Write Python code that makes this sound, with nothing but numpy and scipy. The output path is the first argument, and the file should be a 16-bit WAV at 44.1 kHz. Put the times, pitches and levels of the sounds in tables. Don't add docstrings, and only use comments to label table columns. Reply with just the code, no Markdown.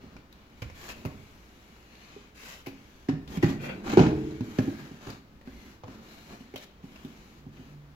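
import sys
import numpy as np
from scipy import signal
from scipy.fft import rfft, irfft, next_fast_len
from scipy.io import wavfile
from scipy.ndimage import map_coordinates

SR = 44100
rng = np.random.default_rng(int(sys.argv[2]) if len(sys.argv) > 2 else 0)


def store_wav(level_fs):
    pcm = np.round(np.clip(np.atleast_2d(level_fs), -1, 1) * 32767)
    wavfile.write(sys.argv[1], SR, pcm.T.astype(np.int16))


N = 350595

# f/Hz, level/dB
ROOM_TONE_COLOUR = [(60, -13), (130, -5), (220, -0.5), (400, -9), (600, -13), (1200, -14), (2500, -20.5),
                    (4500, -26.5), (7000, -32.5), (9000, -46), (12500, -36), (16000, -34)]
RUMBLE_COLOUR = [(15, -9), (30, -3.5), (45, -2), (60, 4.5), (75, -4.5), (120, -9.5), (250, -33),
                 (1000, -47)]
# t/s, level/dB
RUMBLE_DRIFT = [(0.0, -59.5), (0.35, -62.5), (0.97, -53.5), (1.62, -63), (3.08, -60.5), (3.32, -51),
                (3.87, -58.5), (4.1, -47), (4.83, -65.5), (5.53, -58.5), (6.38, -63.5), (7.39, -59.5),
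                (7.95, -59)]
# f/Hz, t60/s
WALL_DECAY = [(100, 0.84), (300, 0.47), (1000, 0.54), (4000, 0.57), (12000, 0.22)]
# f/Hz, correlation
PORT_LIKENESS = [(30, 0.95), (70, 1), (130, 0.99), (280, 0.98), (500, 1), (1000, 0.22), (3000, 0.083),
                 (12000, 0.096)]
# f/Hz, left minus right/dB
PORT_BALANCE = [(30, 6), (65, -3), (125, -2), (300, 0), (1100, 0), (2200, 3.5), (4200, 5), (6000, 6.5),
                (8000, 2), (13000, -2.5)]
# t/s, left minus right/dB
BOX_PATH = [(1.0, -2), (3.4, -1), (4.6, -0.5)]
# f/Hz, level/dB, t60/s
TABLE_MODES = [(75.2, -4, 0.89), (135.7, 1.5, 0.91), (155, 2, 0.5), (184, 7.5, 0.4), (239, 6, 0.25),
               (217.1, 2, 0.38), (306, 2, 1.19), (320, -5, 1.35), (340, -7.5, 1.48), (404, -3, 0.91),
               (438, -5, 1.252), (484, -10.5, 0.62), (618, -9, .5), (697, -12.5, 0.52), (780, -12, 0.43),
               (852, -12, 0.61), (882, -5.5, 0.39), (944, -20, 0.71)]
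BOX_MODES = [(100.2, 1.5, 0.17), (144.5, -0.5, 0.32), (221.7, -8, 0.25), (274.3, -3.5, 0.22),
             (338, -11, 0.054), (381.2, -2, 0.12), (483, -13.5, 0.12), (632.4, -13.5, 0.19),
             (790, 2, 0.076)]
# f/Hz, width/Hz, level/dB
SHEEN_MODES = [(2240, 220, 5), (2970, 170, 0), (3990, 200, -1), (11560, 370, -7.5)]
FLAP_MODES = [(535, 130, 0.5), (1500, 72, 0), (1950, 160, -6), (2416, 65, 1), (2700, 37, 1),
              (3330, 280, -14), (4530, 110, -17)]
CLACK_MODES = [(492, 31, 2), (620.7, 31, 1.5), (732, 56, -4), (872, 28, -1), (881, 55, -2.5),
               (990, 140, -4.5), (1248, 120, -12)]
# f/Hz, level/dB
SCRAPE_COLOUR = [(700, -6.5), (1300, -3), (1600, 0.5), (2000, 1), (2400, 0), (2900, -0.5), (3300, -4),
                 (4100, -4), (5200, -10.5), (7000, -9.5), (8500, -26.5), (11000, -39)]
HISS_COLOUR = [(2500, -27), (4500, 2.5), (6800, 3), (8800, -8), (11000, -2.5), (13300, 0.5), (16000, -8.5)]
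RUB_COLOUR = [(300, -0.5), (500, -4), (800, -2), (1200, -4), (1800, -13), (3000, -44)]
DRONE_COLOUR = [(50, -30), (100, -2.5), (150, -6.5), (185, 2.5), (218, 9.5), (245, 2.5), (280, -2.5),
                (380, 0), (500, -12), (750, -18), (1200, -52)]
# f/Hz, level/dB
CRACK_COLOUR = [(700, -32), (1400, 5), (1900, -2.5), (2500, 4), (3300, -4.5), (4500, -5), (7000, -10.5),
                (9000, -38), (14000, -44)]
TICK_COLOUR = [(6000, -45), (8800, -5), (11000, 0.5), (13300, 6), (16000, -1)]
# t/s, level/dB
BOX_NUDGES = [(7.46, -50), (7.76, -43.5)]
FLAP_SQUEAKS = [(3.605, -46.5), (3.648, -38), (3.698, -35)]
# hiss/dB, rub/dB, drone/dB
SLIDE_STROKES = [(0.0, 0.02, 0.2, -61, -35, 3, 6.5), (0.307, 0.492, 0.58, -66.5, -25, 1, 0),
                 (0.567, 1.103, 2.1, -61, -10.5, -2.5, -3), (0.742, 0.917, 0.94, -44.5, -10, -5, -17),
                 (0.913, 0.956, 1.06, -57.5, -12, 1, 7), (1.9, 2.141, 2.29, -55.5, -28, -2.5, -21),
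                 (2.344, 2.497, 2.612, -46, -9, -10, -16.5), (2.618, 2.9, 3.1, -62.5, -11.5, -8, -2.5),
                 (3.281, 3.371, 3.39, -48.5, -9, 4, 3), (3.407, 3.502, 3.56, -43, -15, 2.5, 8.5),
                 (3.595, 3.655, 3.69, -47, -9.5, -3, 6.5), (3.653, 3.72, 3.88, -57, -27, 6, 16.5),
                 (3.833, 3.931, 3.976, -36.5, -16.5, 6, 7.5), (3.944, 4.003, 4.11, -37.5, -27.5, 4, -3),
                 (4.088, 4.274, 4.47, -53, -19.5, -4, 4), (4.42, 4.626, 4.82, -50, -11.5, 1, -7),
                 (4.744, 4.81, 5.02, -54, -13.5, 0.5, -11), (5.0, 5.097, 5.17, -48.5, -13, 3.5, -3),
                 (5.449, 5.696, 5.75, -56.5, -12.5, -3.5, 3.5), (5.858, 5.922, 6.05, -56.5, -16, 2.5, 5.5),
                 (6.015, 6.126, 6.42, -54, -11, -2, -2.5), (6.266, 6.336, 6.36, -51.5, -18, 3.5, 4),
                 (6.405, 6.45, 6.54, -61.5, -19, -3, -4), (6.586, 6.645, 6.645, -51, -8, -10, -16),
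                 (6.82, 7.03, 7.39, -58, -13, -1, -0.5), (7.516, 7.62, 7.74, -62, -13.5, 0, 7)]
# t/s, level/dB, t60/s, edge f/Hz, bright tick/dB
EDGE_SNAPS = [(0.165, -48, 0.042, 2380, -32), (0.326, -49.5, 0.035, 3840, -7),
              (0.619, -34.5, 0.064, 2330, -20), (0.698, -50, 0.08, 2080, -28),
              (0.892, -42.5, 0.2, 2660, -22), (1.05, -41, 0.052, 1250, -14),
              (1.057, -43, 0.067, 2090, -8.5), (1.762, -53, 0.04, 1350, -25), (1.952, -54, 0.04, 3870, -26),
              (2.66, -45.5, 0.13, 2290, -13), (2.667, -45, 0.13, 2480, -10),
              (3.086, -39.5, 0.17, 1765, -30), (3.276, -45, 0.07, 3600, -19), (3.37, -41, 0.095, 2300, -19),
              (3.426, -30, 0.15, 1900, -22.5), (3.972, -26.5, 0.1, 1470, -30),
              (3.993, -32, 0.12, 1530, -31.5), (4.012, -35.5, 0.12, 1400, -40),
              (4.061, -37.5, 0.16, 1700, -36), (4.407, -44.5, 0.055, 1680, -20),
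              (4.586, -32.5, 0.06, 1710, -28), (5.102, -42, 0.044, 4550, -14),
              (5.412, -54.5, 0.06, 1900, -26), (5.473, -54, 0.09, 1605, -21),
              (5.835, -52.5, 0.12, 800, -32), (5.878, -51.5, 0.05, 1200, -22),
              (6.403, -54, 0.08, 2920, -23), (6.539, -50, 0.1, 2200, -17), (6.559, -36, 0.058, 3140, -14),
              (6.576, -44.5, 0.06, 3900, -12), (6.958, -49, 0.065, 2780, -20),
              (7.048, -52, 0.053, 3630, -9), (7.57, -55, 0.071, 2020, -26)]
# t/s, level/dB, panel f/Hz, panel t60/s, box ring/dB
PANEL_KNOCKS = [(0.036, -50, 230, 0.03, -0.5), (0.155, -43.5, 242, 0.034, -5.5),
                (0.62, -37.5, 282, 0.03, -13), (0.621, -31, 95, 0.042, -16), (0.655, -39.5, 66, 0.14, -24),
                (1.049, -24, 260, 0.021, -9), (1.059, -24.5, 138, 0.045, -8.5),
                (2.162, -39, 402, 0.066, -9), (2.668, -31.5, 366.6, 0.04, -2.5),
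                (3.087, -17.5, 278, 0.07, -7.5), (3.13, -29.5, 147, 0.14, -12.5),
                (3.373, -18, 177, 0.034, -14), (3.43, -13.5, 336.7, 0.041, -8),
                (3.442, -12, 145.4, 0.047, -15), (3.481, -27.5, 190, 0.05, -6),
                (3.932, -19.5, 294, 0.049, -5.5), (3.971, -4, 367.7, 0.051, -10),
                (3.978, -12, 237, 0.07, -17), (3.987, -13, 376, 0.06, -7), (4.001, -17, 144.3, 0.12, -7),
                (4.012, -16, 385, 0.038, -7.5), (4.047, -15, 141.6, 0.04, -19.5),
                (4.406, -24.5, 240, 0.056, -16.5), (4.409, -29.5, 110, 0.058, -18),
                (4.587, -11.5, 259.4, 0.036, -13), (4.59, -22, 124, 0.041, -17),
                (4.677, -23, 281.2, 0.086, -6), (4.91, -40, 194, 0.046, -4), (5.069, -32, 277, 0.06, -2.5),
                (5.473, -35, 244, 0.047, -11.5), (5.838, -41, 94, 0.056, -11), (5.879, -45, 234, 0.045, 2),
                (6.404, -43, 230, 0.063, -7), (6.538, -32.5, 390, 0.052, -5.5),
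                (6.837, -35.5, 212.9, 0.04, -8.5), (7.047, -29, 245, 0.027, -12),
                (7.463, -38.5, 217, 0.037, -4.5), (7.593, -40, 232, 0.044, -6.5)]


def amp(db):
    return 10 ** (np.asarray(db) / 20)


def unit(x):
    return x / np.sqrt(np.mean(x ** 2) + 1e-20)


def along(points, hz):
    f, values = np.transpose(points)
    return np.interp(np.log(hz + 1), np.log(f + 1), values)


def wobble(rate):
    return map_coordinates(rng.standard_normal(int(N * rate / SR) + 4), [np.arange(N) * rate / SR])


def fade(t, t60):
    return np.exp(-np.log(1000) * t / max(t60, 1e-3))


def swells(events, rise_s, t60):
    t, power = np.arange(N) / SR, np.zeros(N)
    for s, db, *_ in events:
        onset = np.exp(np.minimum(t - s, 0) / rise_s)
        power += (amp(db) * onset * fade(np.maximum(t - s, 0), t60)) ** 2
    return np.sqrt(power)


def add(track, s, sound):
    part = track[..., round(s * SR):][..., :sound.shape[-1]]
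    part += sound[..., :part.shape[-1]]


def filtered(x, response):
    n = x.shape[-1]
    size = next_fast_len(n + 8192)
    return irfft(rfft(x, size) * response(np.fft.rfftfreq(size, 1 / SR)), size)[..., :n]


def resonate(x, modes):
    return filtered(x, lambda f: sum(
        (-1) ** k * amp(db) * 1j * f * width / (hz * hz - f * f + 1j * f * width)
        for k, (hz, width, db) in enumerate(modes)))


def spread(pair):
    turn = lambda hz: np.arccos(np.clip(along(PORT_LIKENESS, hz), 0, 1)) / 2
    mid, side = filtered(pair, lambda hz: np.array([np.cos(turn(hz)), np.sin(turn(hz))]))
    return np.array([mid + side, mid - side])


def noise(colour, grain=1):
    white = spread(grain * rng.standard_normal((2, N)))
    return unit(filtered(white, lambda hz: amp(along(colour, hz))))


def sheet_modes(x, ripple_db, spacing_hz, shifts_per_s=5):
    hz, t, spectrum = signal.stft(x, SR, nperseg=2048)
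    grid = np.meshgrid(hz / spacing_hz, t * shifts_per_s, indexing="ij")
    ripple = map_coordinates(rng.standard_normal((1500, 100)), grid, order=1, mode="wrap")
    return unit(signal.istft(spectrum * amp(ripple_db * ripple), SR, nperseg=2048)[1][:, :N])


def room_tone(tone_db=-57.5, rumble_gain_db=2):
    drift_db = np.interp(np.arange(N) / SR, *np.transpose(RUMBLE_DRIFT))
    rumble = amp(drift_db + rumble_gain_db) * noise(RUMBLE_COLOUR)
    return rumble + amp(tone_db) * noise(ROOM_TONE_COLOUR)


def wall_echo(x, delay_s=0.006):
    hz, t, spectrum = signal.stft(rng.standard_normal((2, SR)), SR, nperseg=256)
    decay = np.exp(-np.log(1000) * t / along(WALL_DECAY, hz)[:, None])
    tail = signal.istft(spectrum * decay, SR, nperseg=256)[1]
    tail = spread(tail) * (np.arange(tail.shape[1]) > delay_s * SR)
    return signal.fftconvolve(x, tail / np.linalg.norm(tail[0]), axes=1)[:, :N]


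def nudge_hum(pitch_hz=146.0, waver=0.009, overtone_db=-17):
    phase = 2 * np.pi * np.cumsum(pitch_hz * (1 + waver * wobble(25))) / SR
    tone = np.sin(phase) + amp(overtone_db) * np.sin(2 * phase)
    return swells(BOX_NUDGES, rise_s=0.074, t60=0.87) * tone


def table_ring(landing_s=3.974, gain_db=-23, attack_s=0.011):
    out, t = np.zeros(N), np.arange(2 * SR) / SR
    ring = sum(amp(db) * np.sin(2 * np.pi * (hz * t + rng.random())) * fade(t, t60)
               for hz, db, t60 in TABLE_MODES)
    add(out, landing_s, amp(gain_db) * (1 - np.exp(-t / attack_s)) * ring)
    return np.array([out, out])


def flap_squeak(slip_hz=492, unsteady=0.097, fibre_noise=0.29):
    cycles = np.cumsum(slip_hz * (1 + unsteady * wobble(200))) / SR
    slips = np.diff(np.floor(cycles), prepend=0)
    friction = slips + fibre_noise * rng.standard_normal((2, N))
    return swells(FLAP_SQUEAKS, rise_s=0.016, t60=0.26) * unit(resonate(friction, FLAP_MODES))


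def friction_sheen(scrape, gain_db=-6, limit_db=-54, waver_db=2.0):
    touch = scrape / (1 + scrape / amp(limit_db))
    waver = amp(gain_db + waver_db * wobble(7))
    return touch * waver * unit(resonate(rng.standard_normal((2, N)), SHEEN_MODES))


def fibre_crackle(scrape, ticks_per_s=14, gain_db=24, scatter_db=1.0):
    catches = rng.random(N) < ticks_per_s / SR
    ticks = catches * amp(-scatter_db * rng.standard_normal((2, N)))
    return scrape * amp(gain_db) * filtered(ticks, lambda hz: amp(along(SCRAPE_COLOUR, hz)))


def hand_strokes(attack_s=0.0085, release_s=0.036, light_db=-67, swell=0.5, roundness=1.33):
    power, t = np.zeros((4, N)), np.arange(2 * SR) / SR
    for start, fastest, end, db, hiss_db, rub_db, drone_db in SLIDE_STROKES:
        slowness = np.interp(start + t, [start, fastest, end], [1, 0, 1]) ** roundness
        contact = (1 - np.exp(-t / attack_s)) * np.exp(-np.maximum(start + t - end, 0) / release_s)
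        swell_db = swell * max(db - light_db, 0)
        gain = contact * amp(db - swell_db * slowness)
        add(power, start, (amp([[0], [hiss_db], [rub_db], [drone_db]]) * gain) ** 2)
    return np.sqrt(power)


def sliding(scrape, hiss, rub, drone, grain_db=3.5, judder_db=1.5, firm_db=-53):
    pressure = scrape / (scrape + amp(firm_db))
    grain = amp(pressure * (grain_db * wobble(2000) + judder_db * wobble(110)))
    rasp = scrape * amp(-1) * sheet_modes(noise(SCRAPE_COLOUR, grain), ripple_db=4.0, spacing_hz=160.2)
    fizz = hiss * amp(2) * sheet_modes(noise(HISS_COLOUR, grain), ripple_db=-2.5, spacing_hz=306)
    body = rub * amp(-1) * sheet_modes(noise(RUB_COLOUR, grain), ripple_db=3.5, spacing_hz=33.9)
    return rasp + fizz + body + drone * noise(DRONE_COLOUR, grain)


def edge_snaps(crack_db=-4, edge_db=-2, clack_db=-3, tick_db=1, edge_q=13, attack_s=0.00056,
               hollow_hz=2320, hollow_db_per_octave=9, rough_db=3):
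    force, chatter, t = np.zeros((3, N)), np.zeros((2, N)), np.arange(SR // 3) / SR
    for s, db, t60, pitch_hz, bright_db in EDGE_SNAPS:
        hollow_db = hollow_db_per_octave * np.log2(hollow_hz / pitch_hz)
        spike = 0.5 * fade(t, t60=0.0045)
        envelope = amp(db) * (fade(t, t60) + spike) * (1 - np.exp(-(t / attack_s) ** 2))
        add(force, s, amp([[crack_db], [clack_db + hollow_db], [tick_db + bright_db]]) * envelope)
        edge = unit(resonate(rng.standard_normal((2, len(t))), [(pitch_hz, pitch_hz / edge_q, 0)]))
        add(chatter, s, amp(edge_db) * envelope * edge)
    crack_gain, clack_gain, tick_gain = force * unit(amp(rough_db * wobble(500)))
    clack = clack_gain * unit(resonate(noise([(1300, 0), (3000, -25)]), CLACK_MODES))
    crack = crack_gain * sheet_modes(noise(CRACK_COLOUR), ripple_db=0.5, spacing_hz=214)
    return chatter + crack + clack + tick_gain * noise(TICK_COLOUR)


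def panel_thuds(attack_s=0.0034, push_db=8.5, ring_db=1, scatter_db=1.5, detune=0.028, leak_hz=40):
    out, t = np.zeros((2, N)), np.arange(SR // 2) / SR
    yielding = 1 - np.exp(-(t / attack_s) ** 2)
    for s, db, pitch_hz, t60, box_db in PANEL_KNOCKS:
        panel = amp(push_db) * np.sin(2 * np.pi * pitch_hz * t) * fade(t, t60)
        ring = np.zeros(len(t))
        for k, (hz, mode_db, mode_t60) in enumerate(BOX_MODES):
            woken = 1 / (1 + np.log2(hz / pitch_hz) ** 2)
            gripped_hz = hz * (1 + detune * rng.standard_normal())
            strength = (-1) ** k * woken * amp(mode_db + scatter_db * rng.standard_normal())
            ring += strength * np.sin(2 * np.pi * gripped_hz * t) * fade(t, mode_t60)
        pan_db = np.interp(s, *np.transpose(BOX_PATH)) * np.array([[.5], [-.5]])
        add(out, s, amp(db + pan_db) * yielding * (panel + amp(box_db + ring_db) * ring))
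    return filtered(out, lambda hz: 1 - 1 / (1 + (hz / leak_hz) ** 4))


def scene(thud_echo_db=-10, snap_echo_db=-8, shudder_db=-28.5):
    scrape, hiss, rub, drag = hand_strokes()
    shudder = amp(shudder_db) * swells(PANEL_KNOCKS, rise_s=0.004, t60=1.3)
    drone = np.hypot(drag, shudder)
    thuds = panel_thuds()
    edges = edge_snaps() + fibre_crackle(scrape)
    echo = wall_echo(amp(thud_echo_db) * thuds + amp(snap_echo_db) * edges)
    impacts = thuds + edges + table_ring()
    friction = sliding(scrape, hiss, rub, drone) + friction_sheen(scrape) + flap_squeak()
    return impacts + friction + echo + nudge_hum() + room_tone()


def record(dry, lag_ms=0.2585, top_hz=15850):
    sides = np.array([[.5], [-.5]])
    colour = lambda hz: amp(sides * along(PORT_BALANCE, hz))
    lag = lambda hz: np.exp(-2j * np.pi * hz * sides * lag_ms / 1000)
    ports = filtered(dry, lambda hz: colour(hz) * lag(hz))
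    return filtered(np.clip(ports, -1, 1), lambda hz: hz < top_hz)


dry = scene()
out = record(dry)
store_wav(out)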